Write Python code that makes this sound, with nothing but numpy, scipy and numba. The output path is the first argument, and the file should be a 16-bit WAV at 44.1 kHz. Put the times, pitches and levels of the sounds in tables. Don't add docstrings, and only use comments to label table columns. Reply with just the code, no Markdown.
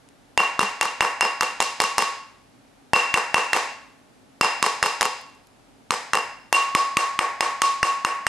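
import sys
import numpy as np
from scipy import signal
from scipy.fft import rfft, irfft, next_fast_len
from scipy.io import wavfile
from numba import njit

SR = 44100
rng = np.random.default_rng(int(sys.argv[2]) if len(sys.argv) > 2 else 0)


def log_audio(samples):
    frames = np.atleast_2d(samples).T
    limited = np.clip(frames, -1, 1)
    pcm = np.round(limited * 32767).astype(np.int16)
    wavfile.write(sys.argv[1], SR, pcm)


N = 365148

# pitch_hz, relative_db
HUSH_COLOUR = [(15, -74), (25, -28), (48, -3), (70, -33), (86, -9.5), (106, -6.5), (175, -10), (282, -1.5),
               (313, -11), (745, -12), (807, -11.5), (996, -16.5), (13500, -33.5)]
# pitch_hz, side_minus_mid_db
HUSH_WIDTH = [(60, -0.5), (230, -4), (880, -1), (3390, -2.5), (13000, -3)]
# start_s, level_db
HAND_TICKS = [(0.0883, -38), (2.718, -66), (5.214, -37), (5.2992, -46), (5.35, -45), (5.471, -39)]
# start_s, knock_db, crack_db, ringing_db (compared with an average blow)
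MALLET_BLOWS = [(0.376, 8.5, -1, 4.5), (0.5926, 5.5, -0.5, .5), (0.8113, 4, -2, -2.5),
                (1.007, 7, -2.5, 2.5), (1.209, 7.1, -2, 1), (1.409, 4, -2.5, -2.5),
                (1.6032, 2.3, 1.5, -6.5), (1.802, 4, 2.5, -1.5), (1.9814, 5, 2, -3), (2.9337, 10, 3, 8.5),
                (3.141, 7.1, -1, -3), (3.3433, 8.5, 1, 1.5), (3.532, 7.8, 2, .5), (4.411, 10, 2, 8),
                (4.6266, 6.5, 2.5, 1.5), (4.8276, 6, 1.5, 3), (5.01, 2.2, 0, -5.5), (5.9067, 1.5, -3, -5),
                (6.1337, 3.5, -4, 6), (6.5269, 8.5, 3, 11), (6.7499, 4.5, 0, 1), (6.9697, 5.5, 0, -1),
                (7.1906, 6.5, -5.5, -3), (7.4072, 6, -2, -3.5), (7.6186, 4, 1.5, -2), (7.8296, 4.5, -1, 1),
                (8.0484, 3.5, -7, -7), (8.2668, 7.5, 0.5, 2)]
# pitch_hz, level_db, fade_s (time to fall by 60 dB)
MALLET_TONES = [(360, -12, 0.0053), (933, -1.5, 0.0076), (1163, -1, 0.006), (1833, 2, 0.004),
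                (2380, -2.5, 0.0029), (4000, -22, 0.0018)]
# level_db, fade_s
ROD_TONES = [(-14.5, 0.44), (-5.5, 0.22), (-0.5, 0.14), (-3, 0.15), (-18, 0.28)]
ROD_RATIOS = [.4, 1, 1.86, 2.948, 4.2]
# start_s, lower_hz, upper_hz
RING_SEATS = [(0, 2727, 2760), (2.5, 2721, 2736), (4.2, 2745, 2764), (5.6, 2722, 2752), (6.4, 2731, 2762)]
# tone1_db, tone2_db, tone3_db, tone4_db, upper_share (0 to 1)
SEAT_LEVELS = [(-13.5, -12, -28, -37.5, 1), (-12, -8, -28, -37, 0.53), (-13.5, -12.5, -24, -38.5, 0.5),
               (-14.5, -18, -31, -39, 0.94), (-4.5, -17, -35, -28.5, 1)]
TONE_FOLLOW = [0.23, 1.0, 0.44, .6]
TONE_SCATTER_DB = [2.0, 0.49, 2.5, 3.0]
# start_s, knock_db, gap_ms (to a second touch, only if over 1)
TIP_BOUNCES = [(0.4029, -6, -1), (0.4354, -17.5, 0.5), (0.6066, -11, 7), (0.6297, -9.5, 5),
               (0.826, -13.5, 3.5), (0.8548, -14.5, 0), (1.0212, -12.5, 5.9), (1.0495, -12, -0.5),
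               (1.222, -13.5, 5), (1.2515, -11, -0.5), (1.4236, -11.5, 8), (1.6123, -12.5, 0.5),
               (1.6198, -14.5, 5.5), (1.8118, -12, 7), (1.839, -12, -0.5), (1.9899, -6.5, 0),
               (2.0059, -15, 0), (2.0229, -9, 1), (2.9618, -4, 0), (3.1746, -8, 8.5), (3.3562, -13.5, 0.5),
               (3.3797, -9, 13.5), (3.5447, -14, -1), (3.5641, -8.5, 7.5), (4.4326, -11, 1),
               (4.4463, -9.5, 9), (4.6407, -12.5, 0), (4.6631, -8.5, 7), (4.837, -9, 0), (4.8604, -7, 7),
               (5.018, -8.5, 10.5), (5.054, -9, 7.5), (5.9195, -13, 0), (5.9386, -15.5, 8),
               (6.1453, -10, 7.5), (6.1724, -10, 13.5)]
# pitch_hz, level_db, fade_s
BENCH_TONES = [(210, -24, .05), (428, -20, .1), (507, -19, .12), (820, -0.5, .012), (1120, 4, .011),
               (1900, -1, .006), (3000, -6, .005)]
# start_s, level_db, pitch_hz, fade_s
BENCH_THUD = (.626, -27, 200, .13)
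# pitch_hz, level_db, fade_s, side_minus_mid_db
ROOM_ECHO = [(60, -54.5, 0.26, 27), (180, -63, 0.91, -11.5), (400, -31.5, 0.34, -25.5),
             (860, -37, 0.61, -13), (1550, -39, 0.63, -8), (2900, -39, 0.59, -6.5),
             (5300, -36.5, 0.57, -6.5), (12300, -41, 0.37, -2.5)]


def from_db(db):
    return 10 ** (np.asarray(db) / 20)


def at_pitch(table, hz):
    pitches, *columns = np.transpose(table)
    return [np.interp(np.log(hz), np.log(pitches), column) for column in columns]


def band(x, low_hz, high_hz):
    return signal.sosfilt(signal.butter(2, [low_hz, high_hz], "band", fs=SR, output="sos"), x)


def stereo(mid, side):
    return np.array([mid + side, mid - side])


def clicks(times, gains):
    out = np.full(N, 1e-18)
    np.add.at(out, np.round(np.asarray(times) * SR).astype(int), gains)
    return out


def hush(level_db=-56.5):
    size = next_fast_len(N)
    hz = np.maximum(np.arange(size // 2 + 1) * SR / size, 1)
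    mid_db, width_db = at_pitch(HUSH_COLOUR, hz)[0], at_pitch(HUSH_WIDTH, hz)[0]
    spectrum = rfft(rng.standard_normal((2, size))) * from_db([mid_db, mid_db + width_db])
    mid, side = irfft(spectrum, size)[:, :N]
    return from_db(level_db) * stereo(mid, side) / np.std(mid)


def crack(times, level_db, fade_s, low_hz, high_hz, far_db=0, side_db=-12.0):
    hits = clicks(times, from_db(level_db))
    fade = signal.lfilter([1], [1, -from_db(-60 / (fade_s * SR))], hits)
    mid, side = rng.standard_normal((2, N))
    near = fade * stereo(mid, from_db(side_db) * side)
    return band(near, low_hz, high_hz), band(hits * from_db(far_db), low_hz, high_hz)


def hand_ticks():
    times, level_db = np.transpose(HAND_TICKS)
    near, _ = crack(times, level_db, fade_s=0.0054, low_hz=3030, high_hz=11100)
    return near


def struck_tone(hits, hz, fade_s):
    decay, angle = from_db(-60 / (fade_s * SR)), 2 * np.pi * hz / SR
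    return signal.lfilter([0, np.sin(angle)], [1, -2 * decay * np.cos(angle), decay * decay], hits)


def knock(times, strength_db, tones, scatter_db):
    chance = rng.standard_normal((len(times), len(tones)))
    out = 0
    for k, (hz, level_db, fade_s) in enumerate(tones):
        hits = clicks(times, from_db(strength_db + level_db + scatter_db * chance[:, k]))
        out -= (-1) ** k * struck_tone(hits, hz, fade_s)
    return out


def mallet():
    times, knock_db, crack_db, _ = np.transpose(MALLET_BLOWS)
    near, far = crack(times, crack_db, fade_s=0.013, low_hz=2220, high_hz=7950, far_db=16.5)
    near += knock(times, knock_db, MALLET_TONES, scatter_db=4.0)
    far += knock(times, knock_db, MALLET_TONES, scatter_db=0.5)
    return near, far


def wobble(rate_hz):
    keep = np.exp(-2 * np.pi * rate_hz / SR)
    wander = signal.lfilter([1], [1, -2 * keep, keep * keep], rng.standard_normal(N))
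    return wander / np.std(wander)


def steel_rod(sway_hz=45.4, sway_db=(6.0, 5.0, 5.0, 4.0, 4.0), share_scatter=0.22):
    tones = np.zeros((len(ROD_TONES), N))
    starts = [round(blow[0] * SR) for blow in MALLET_BLOWS]
    for start, stop, (start_s, _, _, ringing_db) in zip(starts, starts[1:] + [N], MALLET_BLOWS):
        t = np.arange(stop - start) / SR
        seat = sum(row[0] <= start_s for row in RING_SEATS) - 1
        _, lower_hz, upper_hz = RING_SEATS[seat]
        *seat_db, upper_share = SEAT_LEVELS[seat]
        *chance, turn = rng.standard_normal(len(ROD_TONES))
        upper_share = np.clip(upper_share + share_scatter * turn, 0, 1)
        struck_db = seat_db + np.multiply(TONE_FOLLOW, ringing_db) + np.multiply(TONE_SCATTER_DB, chance)
        struck_db = np.append(struck_db, struck_db[-1])
        for k, (ratio, (level_db, fade_s)) in enumerate(zip(ROD_RATIOS, ROD_TONES)):
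            lower, upper = (np.sin(2 * np.pi * ratio * hz * t) for hz in (lower_hz, upper_hz))
            pair = np.sqrt(1 - upper_share) * lower + np.sqrt(upper_share) * upper
            tones[k, start:stop] = pair * from_db(struck_db[k] + level_db - 60 * t / fade_s)
    return sum(tone * from_db(db * wobble(sway_hz)) for tone, db in zip(tones, sway_db))


def tip_touches(early_s=0.02):
    times, knock_db, gap_ms = np.transpose(TIP_BOUNCES)
    blows = np.transpose(MALLET_BLOWS)
    blow_s, blow_knock_db, blow_crack_db, _ = blows[:, np.searchsorted(blows[0], times) - 1]
    crack_db = knock_db + 1 + 0.91 * (blow_crack_db - blow_knock_db)
    early = times - blow_s < early_s
    second = np.array([times + gap_ms / 1000,
                       knock_db + np.where(early, -0.5, -7.0),
                       crack_db + np.where(early, 6.5, -7.5)])
    return np.hstack([[times, knock_db, crack_db], second[:, gap_ms > 1]])


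def bench():
    times, knock_db, crack_db = tip_touches()
    board = knock(times, knock_db, BENCH_TONES, scatter_db=1.5)
    near, far = crack(times, crack_db, fade_s=0.0083, low_hz=2190, high_hz=10000, far_db=3.5)
    thud_s, thud_db, thud_hz, thud_fade_s = BENCH_THUD
    thud = struck_tone(clicks([thud_s], from_db(thud_db)), thud_hz, thud_fade_s)
    return board + near + thud, from_db(-5.5) * board + from_db(-4.0) * far


def room(sound, build_s=0.015):
    t = np.arange(int(0.8 * SR)) / SR
    edges_hz = 22 * 2 ** np.arange(0, 9.6, 0.5)
    noise = rng.standard_normal((2, 2, len(t)))
    echo = 0
    for k, (low_hz, high_hz) in enumerate(zip(edges_hz, edges_hz[1:])):
        mid, side = band(noise[k % 2], low_hz, high_hz)
        level_db, fade_s, side_db = at_pitch(ROOM_ECHO, np.sqrt(low_hz * high_hz))
        echo += from_db(level_db - 60 * t / fade_s) * stereo(mid, from_db(side_db) * side)
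    echo *= 1 - np.exp(-(t / build_s) ** 2)
    return signal.fftconvolve(sound[None], echo, axes=1)[:, :N]


def scene():
    ticks, steel = hand_ticks(), steel_rod()
    blows, blows_far = mallet()
    slaps, slaps_far = bench()
    work = ticks + blows + steel + slaps + room(blows_far + steel + slaps_far)
    bass_cut = signal.butter(2, 140, "high", fs=SR, output="sos")
    return signal.sosfilt(bass_cut, work) + hush()


@njit
def limiter_cut(over_db, attack_s, release_s):
    cut_db, now_db = np.empty_like(over_db), 0.0
    for i in range(len(over_db)):
        response_s = attack_s if over_db[i] > now_db else release_s
        now_db += (over_db[i] - now_db) / (response_s * SR)
        cut_db[i] = now_db
    return cut_db


def record(dry, limit_db=-8.5, ceiling=0.52, cutoff_hz=13300):
    peak_db = 20 * np.log10(np.abs(dry).max(axis=0) + 1e-9)
    over_db = np.maximum(peak_db - limit_db, 0)
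    limited = dry * from_db(-limiter_cut(over_db, attack_s=0.0015, release_s=0.023))
    rounded = ceiling * np.tanh(limited / ceiling)
    return signal.sosfilt(signal.cheby2(12, 60, cutoff_hz, fs=SR, output="sos"), rounded)


dry = scene()
out = record(dry)
log_audio(out)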